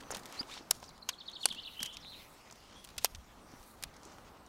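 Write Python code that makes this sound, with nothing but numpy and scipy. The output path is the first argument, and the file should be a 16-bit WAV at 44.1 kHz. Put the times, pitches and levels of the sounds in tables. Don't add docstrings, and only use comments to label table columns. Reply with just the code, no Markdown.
import sys
import numpy as np
from scipy import signal
from scipy.fft import rfft, irfft, next_fast_len
from scipy.io import wavfile
from scipy.ndimage import uniform_filter1d, map_coordinates

SR = 44100
rng = np.random.default_rng(int(sys.argv[2]) if len(sys.argv) > 2 else 0)


def store_wav(level_fs):
    pcm = np.round(np.clip(np.atleast_2d(level_fs), -1, 1) * 32767)
    wavfile.write(sys.argv[1], SR, pcm.T.astype(np.int16))


def magnitude_from_level(level_db):
    exponent = np.asarray(level_db, float) / 20
    return 10 ** exponent


N = 197612


def unit(x):
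    return x / np.sqrt(np.mean(x ** 2) + 1e-20)


def along(points, hz):
    f, v = np.transpose(points)
    return np.interp(np.log(hz + 1), np.log(f + 1), v)


def wobble(rate, size=N):
    return map_coordinates(rng.standard_normal(size=2048), [np.arange(size) * rate / SR], mode="wrap")


def coloured(x, spectrum):
    m = next_fast_len(N + 8192)
    gain = magnitude_from_level(along(spectrum, np.fft.rfftfreq(m, 1 / SR)))
    return unit(irfft(rfft(x, m) * gain, m)[:N])


def trimmed(x, loud=False):
    # f/Hz, level/dB
    quiet_band = [(15850, 0), (15950, -90)]
    loud_band = [(150, -30), (420, 0), (16700, 0), (17000, -90)]
    return coloured(x, loud_band if loud else quiet_band) * np.std(x)


def add(track, s, sound):
    part = track[max(round(s * SR), 0):][:len(sound)]
    part += sound[:len(part)]


def rustle(spectrum, patchy_db, crackle, per_s):
    z = signal.stft(rng.standard_normal(N), nperseg=512)[2]
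    field = uniform_filter1d(uniform_filter1d(rng.standard_normal(z.shape), 8, 0), 10, 1)
    hiss = unit(signal.istft(z * magnitude_from_level(patchy_db * unit(field)), nperseg=512)[1][:N])
    ticks = (rng.random(N) < per_s / SR) * np.tanh(rng.standard_normal(N))
    return coloured(hiss + crackle * unit(ticks), spectrum)


def air():
    # t/s, gust at the microphone/dB, breeze in the leaves/dB, body movement/dB
    weather = [(0, -61.5, -57, 5), (.36, -64, -53, 8), (.5, -65, -57.5, 6.5), (.8, -64, -60.5, -0.5),
               (1.2, -68, -61.5, -0.5), (1.7, -67, -61, 3), (2.2, -65, -61.5, 4), (2.6, -68.5, -62, 2.5),
               (3, -64, -61.5, 2), (3.3, -65, -61.5, 0.5), (3.56, -62, -59, 3), (3.75, -66, -60.5, 0),
               (4.19, -63, -57, 2.5), (4.48, -66.5, -60, -1.5)]
    # f/Hz, level/dB
    wind_colour = [(20, -3.5), (40, 4), (65, 0), (110, -1.5), (200, -3), (350, -32.5)]
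    leaf_colour = [(100, -31.5), (220, 3), (420, -2.5), (800, -1), (1250, -2.5), (1600, -9), (2500, -23),
                   (5000, -44.5)]
    shirt_colour = [(1200, -7), (2000, 7), (3200, 4.5), (5500, 2), (7000, -0.5), (9000, -17), (13000, -51)]
    hand_colour = [(5000, -33), (8000, -1), (10000, -5), (13000, -7.5), (15600, -8.5), (15900, -63)]
    s, *levels = np.transpose(weather)
    wind_db, leaves_db, moving_db = [np.interp(np.arange(N) / SR, s, v) for v in levels]
    shirt_db, hand_db = moving_db - 68.5, moving_db - 77.5
    wind = magnitude_from_level(wind_db + 1.5 + 1.8 * wobble(6.78))
    wind *= rustle(wind_colour, patchy_db=-0.7, crackle=0.19, per_s=19)
    leaves = magnitude_from_level(leaves_db + 0.02 + 0.91 * wobble(15))
    leaves *= rustle(leaf_colour, patchy_db=0.33, crackle=0.25, per_s=500)
    shirt = magnitude_from_level(shirt_db + 1.7 * wobble(25.0))
    shirt *= rustle(shirt_colour, patchy_db=2.2, crackle=0.25, per_s=900)
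    hand = magnitude_from_level(hand_db + 1.1 * wobble(22))
    hand *= rustle(hand_colour, patchy_db=4.0, crackle=.2, per_s=540)
    return wind + leaves + shirt + hand


def strokes():
    rubs = [(0.098, 0.12, 870, 1.9, -52.5), (0.106, 0.017, 7900, 0.42, -43.5),
            (0.404, 0.016, 600, 1.6, -48), (0.247, 0.2, 2780, 0.99, -53.5), (0.45, 0.15, 2950, 0.96, -51.5),
            (0.509, 0.11, 4100, 0.61, -53.5), (0.725, 0.055, 4900, 0.86, -55.5),
            (0.795, 0.11, 5100, 0.5, -60.5), (1.101, 0.066, 6800, 0.5, -66), (1.376, 0.16, 5340, 0.79, -56),
            (1.603, 0.38, 11800, 0.44, -64.5), (0, 0.019, 2480, 1.1, -50.5), (.103, 0.045, 1200, 1.1, -50),
            (.14, 0.068, 900, 1, -54.5), (3.027, 0.036, 8500, .5, -57), (.57, 0.11, 4000, .7, -76),
            (1.919, 0.044, 5930, 0.52, -58), (2.022, 0.41, 11600, 0.5, -65.5),
            (2.202, .3, 7950, .25, -71.5), (2.136, 0.18, 2290, 0.2, -63.5), (2.474, 0.48, 3700, 0.73, -65),
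            (2.984, 0.11, 3880, 1.04, -54), (3.506, 0.34, 10400, 0.52, -65),
            (3.947, 0.29, 5600, 0.43, -64.5)]
    out = np.zeros(N)
    for s, length, centre_hz, width, db in rubs:
        size = round(length * SR)
        hz = np.fft.rfftfreq(size, 1 / SR) + 1
        grain_db = 2.6 * wobble(321.0, size=size) + 1.3 * wobble(40.6, size=size)
        grain = rng.standard_normal(SR // 2)[:size] * magnitude_from_level(grain_db)
        band = np.exp(-.5 * (np.log2(hz / centre_hz) / width) ** 2)
        swell = signal.windows.hann(size) ** .8
        add(out, s, magnitude_from_level(db) * unit(irfft(rfft(grain) * band, size)) * swell)
    return out


def contacts():
    # t/s, peak/dB, knock/dB, body/dB, sheen/dB
    snaps = [(.1054, -40, -0.5, -3.5, -9), (.2562, -42, -25, -0.5, -3), (3.1485, -38.5, -30, -2.5, -14),
             (3.1565, -48.5, -28, -2, -5), (.1455, -46.5, -8.5, 5, -4), (1.3148, -45.5, -32, -8, -17),
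             (.8281, -55.5, 9.5, 9.5, 1), (2.8475, -46, -33, 1.5, 3), (2.843, -57, -30, -16, 11),
             (3.0375, -59.5, -24, -17, 10), (.1605, -38, -9, -18, -18), (.1687, -39, -19, -6, -1),
             (.7091, -22.5, -22, -9, 6.5), (.7103, -19, -16.5, -9, -5.5), (.84, -44, -26, -9, -17),
             (1.0945, -49, -16, 4, 10), (1.4558, -18.5, -11, -8.5, -13), (1.487, -42, -44, 5.5, -2.5),
             (1.8292, -26, -29, -3.5, -2.5), (1.9692, -36.5, -63, -0.5, -15), (2.982, -34, -37, -15, -5),
             (3.0457, -17, -12.5, -8.5, -12), (3.0553, -32.5, -37, 5.5, 1), (3.8366, -32, -17, 1, 1)]
    rattles = [(.1215, -44.5, 2, -9, -21), (.1472, -35.5, -16, -2, -10), (.575, -49, -6, 7, -40),
               (.7072, -36, -25, -21, -10), (1.0889, -32.5, -22, -28, -9), (1.0912, -32, -23.5, 1, -10),
               (1.8028, -44, -16, 5.5, -19), (1.8595, -37, -41, -3, -7.5), (2.9802, -31, -26.5, -3, -7.5),
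               (3.8251, -44, -18, 1, 1)]
    # t/s, peak/dB
    thuds = [
        (.0262, -56),
        (.1364, -51),
        (.4142, -48),
        (3.538, -62),
        (4.1839, -56),
    ]
    ticks = [(.2334, -52.5), (.9782, -57), (1.0843, -56), (1.5245, -44), (1.5469, -47), (1.8552, -47),
             (.5868, -60), (.75, -61), (3.94, -60), (1.808, -50), (1.849, -46), (2.8416, -54),
             (2.8734, -53.5), (2.8886, -50.5), (2.9024, -54.5), (2.9652, -57.5), (3.185, -65)]
    pings = [(.1514, -46), (.8006, -51), (.8905, -47), (1.8195, -42.5), (1.864, -48), (2.5104, -44.5),
             (2.5242, -44), (2.8534, -51), (3.243, -60), (3.5166, -55), (3.6287, -52.5), (3.9647, -48.5),
             (4.0315, -48), (4.0512, -45), (4.463, -53.5)]
    clunks = [(0.15, -56), (0.034, -59), (0.43, -52.5), (5.1, -59), (2.5, -59), (5.5, -55.5)]
    spikes = [(.1912, -49), (.1943, -44), (.198, -47), (.2625, -42), (.2672, -56), (.5935, -56),
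              (1.2375, -64), (1.2535, -64), (1.2752, -63), (1.2993, -48.5), (.3249, -40), (1.4815, -57),
              (1.343, -65), (1.3575, -64), (1.4915, -44), (1.5345, -47), (1.558, -53), (1.6222, -56),
              (1.7238, -56), (1.737, -52), (1.7545, -59), (2.558, -52)]
    # knock/dB, body/dB, sheen/dB, t60/s
    kinds = [(thuds, (4, 3, -8, .015)),
             (ticks, (-16, 1, -7, .022)),
             (pings, (-14, -16, -14, .024)),
             (clunks, (-8, 12, -14, .015)),
             (spikes, (-25, -8, -2, .007))]
    rows = [(*row, .015) for row in snaps] + [(*row, .028) for row in rattles]
    for blows, kind in kinds:
        rows += [(*row, *kind) for row in blows]
    return rows


def pole(blows, size=2048):
    # f/Hz, share of a contact's t60
    mode_life = [(350, 0.34), (1000, 0.76), (3200, 1.21), (6000, 0.73), (15000, 0.48)]
    tail_db, tail_life = -14.5, 2.6
    out, t, hz = np.zeros(N), np.arange(size) / SR, np.fft.rfftfreq(size, 1 / SR)
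    centres = np.geomspace(350, 15000, 9)[:, None]
    bands = np.exp(-(np.log((hz + 1) / centres) / 0.34) ** 2)
    age = np.clip(t - 0.004 / np.sqrt(centres), 0, None)
    rise = 1 - np.exp(-age / (0.00033 + 0.059 / centres))

    def energy(x):
        return np.linalg.norm(x, axis=1, keepdims=True)

    for s, db, knock_db, body_db, sheen_db, t60 in blows:
        colour = [(200, knock_db + 13.0), (900, knock_db + 16.5), (1900, body_db - 3.0), (3300, body_db + 0.5),
                  (6000, 0.0079), (10500, sheen_db), (15500, sheen_db - 7.5), (16600, sheen_db - 34),
                  (17000, sheen_db - 58)]
        shape = magnitude_from_level(along(colour, hz)) * bands
        life = np.clip(t60, .004, .08) * along(mode_life, centres)
        decay = (magnitude_from_level(-60 * age / life) + magnitude_from_level(tail_db - 60 * age / life / tail_life)) * rise
        chatter = magnitude_from_level(0.88 * wobble(1030, size=size))
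        rings = irfft(rfft(rng.standard_normal(size)) * shape, size) * decay * chatter
        rings *= energy(shape) * energy(decay) / energy(rings)
        add(out, s, magnitude_from_level(db - 25.0) * rings.sum(axis=0))
    return out


def trunks(x):
    # f/Hz, t60/s
    echo_life = [(1500, 0.39), (4000, 0.46), (8000, 0.37)]
    hz, t, z = signal.stft(rng.standard_normal(SR // 2), SR, nperseg=256)
    fade = magnitude_from_level(-60 * t / along(echo_life, hz)[:, None])
    tail = signal.istft(z * fade, SR, nperseg=256)[1]
    age = np.arange(len(tail)) / SR
    edge = 1 + .6 * np.exp(-((age - .1) / .035) ** 2)
    lumps = magnitude_from_level(4.5 * wobble(87, size=len(tail)))
    tail *= lumps * (1 - np.exp(-age / 0.0025)) * edge
    return signal.fftconvolve(x, tail / np.linalg.norm(tail))[:N]


def scrape():
    # t/s, length/s, ring f/Hz, width/Hz, level/dB; the last row is a noisy note of the finch
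    drags = [(.113, .017, 5700, 900, -47), (.108, .013, 6700, 1100, -42), (.574, .008, 3700, 600, -48),
             (1.36, .1, 7000, 400, -68), (.04, .07, 6000, 600, -66), (.555, .01, 4500, 500, -53),
             (.618, .014, 4900, 700, -65), (2.56, .12, 2900, 400, -71), (2.65, .12, 3100, 350, -70),
             (2.55, .16, 4800, 900, -70), (.566, .02, 5400, 600, -56), (2.74, .11, 5900, 900, -69),
             (2.745, .11, 3350, 300, -61.5), (2.75, .08, 8750, 400, -74), (2.79, .05, 11300, 800, -80),
             (3.42, .22, 5800, 900, -70), (1.932, .016, 6700, 900, -57)]
    out = np.zeros(N)
    for s, length, hz, width_hz, db in drags:
        t = np.arange(round(length * SR)) / SR
        turn = 2 * np.pi * hz * t
        drag = wobble(width_hz, size=len(t)) * np.sin(turn)
        drag += wobble(width_hz, size=len(t)) * np.cos(turn)
        add(out, s, magnitude_from_level(db) * drag * np.sin(np.pi * t / length) ** 0.5)
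    return out


def bumps():
    # t/s, peak/dB, f/Hz; the two above 2500 Hz are clunks of the tube
    knocks = [(.1056, -22, 1350), (0.107, -30.5, 453), (0.1216, -24, 805), (0.1385, -28, 590),
              (0.568, -32, 900), (0.139, -49, 70), (0.169, -38.5, 200), (0.409, -28, 254),
              (0.608, -34.5, 320), (0.833, -49, 258), (1.508, -38, 209), (1.56, -40, 242),
              (1.811, -33.5, 226), (1.836, -41.5, 145), (2.0485, -30.5, 2600), (.4985, -30, 2800),
              (2.977, -43, 64), (3.028, -46, 500), (3.12, -41, 40.7), (3.147, -37.5, 85.5),
              (3.181, -37.5, 61.9), (3.537, -35.5, 266), (3.6, -45, 40), (4.06, -38, 360)]
    out = np.zeros(N)
    for s, db, hz in knocks:
        cycles = np.arange(round(4 * SR / hz)) * hz / SR
        push = magnitude_from_level(db - 6.5 - 6.5 * cycles) * (1 - np.exp(-cycles / 0.06))
        add(out, s, push * np.sin(2 * np.pi * cycles))
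    return out


def cord():
    # t/s, length/s, first f/Hz, last f/Hz, level/dB
    squeaks = [
        (0.362, 0.065, 3980, 4530, -49),
        (0.389, 0.025, 4450, 5170, -31),
        (0.466, 0.045, 515, 1460, -52),
        (0.508, 0.052, 1900, 2950, -53.5),
        (0.511, 0.04, 3380, 4120, -47),
        (0.524, 0.041, 830, 1615, -53),
    ]
    overtones = [
        [0, -27],
        [0, -27.5],
        [0, -17],
        [0, -4],
        [0, -28],
        [0, -23],
    ]
    roughness = [.015, .004, .025, .014, .02, .04]
    out = np.zeros(N)
    for (s, length, first_hz, last_hz, db), shape, rough in zip(squeaks, overtones, roughness):
        u = np.linspace(0, 1, round(length * SR))
        size = len(u)
        hz = first_hz + (last_hz - first_hz) * u
        gain = magnitude_from_level(db + 28 * rough * np.tanh(wobble(160, size=size))) * np.sin(np.pi * u)
        turn = 2 * np.pi * np.cumsum(hz * (1 + rough * wobble(660, size=size))) / SR
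        tone = np.zeros(size)
        for k, part_db in enumerate(shape):
            tone += magnitude_from_level(part_db + 100 * rough * wobble(71.0, size=size)) * np.sin((k + 1) * turn)
        add(out, s, gain * tone)
    return out


def joints():
    # t/s, level/dB, knock f/Hz, knock/dB
    seats = [
        [(.7103, -24.5, 900, -12.5), (0.7112, -25, 1300, -33)],
        [(1.0894, -28.5, 1000, -34), (1.0915, -26, 1100, -26), (1.0936, -36, 1300, -30)],
        [(1.4560, -23.5, 720, -2), (1.4569, -22, 1300, -36), (1.4592, -28, 1300, -28.5)],
        [(3.0456, -22, 1050, -8), (3.0465, -24, 1400, -10), (3.0492, -27.5, 1400, -28)],
    ]
    # f/Hz, width/Hz, level/dB
    joint_a = [(3080, 260, -3), (4920, 150, 2.5), (5540, 350, 9), (6860, 280, 3), (7700, 260, -12),
               (8600, 230, -13), (9720, 1000, -3), (10200, 330, 0), (13400, 260, -19)]
    joint_b = [(1010, 250, -1), (3060, 180, 4.5), (4260, 110, -11), (5050, 85, -9), (6500, 170, 3.5),
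               (8770, 80, -13), (11800, 200, -16), (12300, 140, -11), (14900, 120, -28)]
    joint_c = [(680, 760, -24), (3000, 200, 1.5), (4410, 330, 8.5), (5760, 230, -11.5), (7900, 270, 0),
               (9600, 750, 5), (10900, 530, -2), (12300, 240, -22)]
    joint_d = [(2550, 360, 0.5), (3340, 230, -3), (4470, 216, -5), (5400, 180, 7.5), (6220, 190, -1),
               (6900, 200, -21.5), (9300, 450, 3), (11600, 250, -13), (11840, 1100, 0.5)]
    out, t = np.zeros(N), np.arange(1500) / SR
    rise = 1 - np.exp(-t / 0.000077)
    for blows, modes in zip(seats, [joint_a, joint_b, joint_c, joint_d]):
        for s, db, knock_hz, knock_db in blows:
            for hz, width_hz, mode_db in [(knock_hz, 1070, knock_db), *modes]:
                loss = 0.83 * width_hz + 0.027 * hz
                fade = loss / 300 * np.exp(-np.pi * loss * t) * rise
                add(out, s, magnitude_from_level(db + mode_db) * fade * np.sin(2 * np.pi * (hz * t + rng.random())))
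    return out


def ring_of_trees(x):
    delay_s, spread_s = 0.061, 0.016
    colour = [(1500, -11), (4000, -5), (7000, -5), (12000, -8.5)]  # f/Hz, level/dB
    age = np.arange(SR // 8) / SR
    puff = coloured(rng.standard_normal(N), colour)[:len(age)]
    puff *= np.exp(-((age - delay_s) / spread_s) ** 2)
    return signal.fftconvolve(x, puff / np.linalg.norm(puff))[:N]


def song():
    # t/s, length/s, first f/Hz, last f/Hz, level/dB
    glides = [
        (0.859, 0.0072, 5800, 6100, -52.5),
        (0.875, 0.026, 5660, 3830, -52.5),
        (0.904, 0.0069, 2800, 5240, -56),
        (1.014, 0.0178, 5330, 3870, -54.5),
        (1.024, 0.012, 3860, 4540, -49.5),
    ]
    # hook t/s, fall t/s, lowest f/Hz, level/dB
    trill = [(1.112, 1.1247, 2940, -46.5), (1.18, 1.2, 3040, -46), (1.258, 1.2754, 3030, -42.5),
             (1.3305, 1.351, 3044, -41.5), (1.407, 1.427, 2740, -40), (1.482, 1.4997, 2890, -40)]
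    # t/s, f/Hz, level/dB
    flourish = [
        [(1.559, 2550, -62), (1.57, 2730, -48.5), (1.594, 3030, -42.5), (1.598, 3520, -45), (1.604, 4800, -54),
         (1.615, 5400, -63)],
        [(1.622, 6150, -66), (1.627, 5690, -64), (1.631, 4620, -52), (1.636, 4080, -41), (1.639, 4720, -51),
         (1.6415, 4070, -49), (1.644, 2800, -57)],
        [(1.647, 2470, -58), (1.651, 3540, -43.5), (1.663, 3950, -43), (1.666, 4520, -50), (1.6685, 3600, -44)],
        [(1.668, 3680, -44), (1.67, 3200, -40.5), (1.674, 3580, -44), (1.678, 2720, -41), (1.682, 3280, -50),
         (1.684, 2550, -47), (1.688, 2830, -52), (1.691, 2210, -58), (1.695, 2800, -56)],
    ]
    # t/s, top f/Hz, level/dB
    warble = [(1.767, 3110, -46), (1.790, 3200, -44.5), (1.8115, 3320, -41.5), (1.833, 3080, -45),
              (1.852, 3180, -41), (1.872, 3200, -47), (1.888, 3480, -48), (1.905, 3990, -56),
              (1.921, 3460, -56), (1.94, 3680, -57)]
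    edge_db = -11
    notes = list(flourish)

    hook_gap_s, flick_s, fall_s, knee_s = 0.0054, 0.002, .022, 0.00565
    for s, fall, hz, db in trill:
        end = fall - hook_gap_s
        hook_s = [s, s + flick_s, end - flick_s, end]
        hook_db = db - 6.5 + np.array([edge_db, -2, 0, edge_db])
        notes.append(list(zip(hook_s, (3950, 4270, 4380, 4850), hook_db)))
        notes.append([(fall, 1.85 * hz, db - 13.5), (fall + knee_s, 1.33 * hz, db),
                      (fall + 0.807 * fall_s, 1.06 * hz, db), (fall + fall_s, 0.94 * hz, db + edge_db)])

    last_s, breath_s = 0.0165, 0.0028
    spacing = np.append(np.diff(np.transpose(warble)[0]), last_s) - breath_s
    for (s, hz, db), step in zip(warble, spacing):
        notes.append([(s, 0.79 * hz, db + edge_db), (s + 0.297 * step, .975 * hz, db + 3.5),
                      (s + 0.75 * step, hz, db), (s + step, 0.83 * hz, db + edge_db)])

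    for s, length, a, b, db in glides:
        notes.append([(s, a, db - 7), (s + 0.39 * length, a * (b / a) ** 0.47, db), (s + length, b, db - 5)])
    return notes


def stretch(rows):
    s, hz, db = np.transpose(rows)
    t = np.arange(s[0], s[-1], 1 / SR)
    gain = magnitude_from_level(np.interp(t, s, db)) * signal.windows.tukey(len(t), .15)
    return s[0], np.interp(t, s, hz), gain


def finch():
    # t/s, f/Hz, level/dB
    buzzes = [
        [(1.915, 3270, -61), (1.94, 3380, -61), (1.965, 3420, -61), (1.995, 3230, -66)],
        [(1.995, 5650, -62), (2.022, 5050, -60), (2.03, 4000, -55), (2.062, 3650, -50), (2.09, 4060, -51.5),
         (2.118, 3950, -53.5), (2.137, 3100, -53), (2.155, 2500, -61), (2.17, 2250, -68)],
    ]
    whistle, buzz = np.zeros(N), np.zeros(N)
    for rows in song():
        s, hz, gain = stretch(rows)
        size = len(hz)
        hz = uniform_filter1d(hz, size=80, mode="nearest") * (1 + .005 * wobble(400, size=size))
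        gain = gain * magnitude_from_level(3 * wobble(260, size=size))
        add(whistle, s, gain * np.sin(2 * np.pi * np.cumsum(hz) / SR))
    for rows in buzzes:
        s, hz, gain = stretch(rows)
        size = len(hz)
        turn = 2 * np.pi * np.cumsum(200 + 30 * wobble(120, size=size)) / SR
        chop = 1 + .7 * np.sin(turn + .8)
        hz = hz * (1 + .06 * np.sin(turn) + .028 * wobble(495, size=size))
        add(buzz, s, gain * chop * np.sin(2 * np.pi * np.cumsum(hz) / SR))
    bounce = magnitude_from_level(-15) * np.roll(whistle, round(.0125 * SR))
    return whistle + bounce, buzz


def scene():
    loud_db = -33
    blows = contacts()
    hard = pole([row for row in blows if row[1] > loud_db])
    faint = pole([row for row in blows if row[1] <= loud_db])
    near = faint + scrape() + cord()
    hard = trimmed(hard + joints(), loud=True)
    bird, buzz = finch()
    echoes = magnitude_from_level(-7) * trunks(bird + magnitude_from_level(4) * buzz)
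    echoes += magnitude_from_level(-36.5) * trunks(hard + near) + magnitude_from_level(-38.5) * ring_of_trees(hard)
    mono = hard + trimmed(near + bird + buzz + echoes + bumps() + strokes() + air())
    return np.array([mono, mono])


def band_limit(x):
    return signal.sosfilt(signal.butter(12, 17010, fs=SR, output="sos"), x)


def record(dry):
    # f/Hz, level/dB
    stray_colour = [(18, -20), (30, 6), (404, -6), (801, -9), (1040, -19), (3980, -16.5), (5310, -15),
                    (16000, -3.5)]
    level = np.sqrt(np.abs(uniform_filter1d(dry[0] ** 2, size=1024)))
    hiss = coloured(rng.standard_normal(N), stray_colour)
    stray = trimmed(magnitude_from_level(-21.0) * np.minimum(level, magnitude_from_level(-62.0)) * hiss)
    stray = stray + magnitude_from_level(-45.5) * dry[0] * wobble(1900) * np.clip(level / magnitude_from_level(-33.5), 0, 1)
    return band_limit(dry + [stray, -stray])


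dry = scene()
out = record(dry)
store_wav(out)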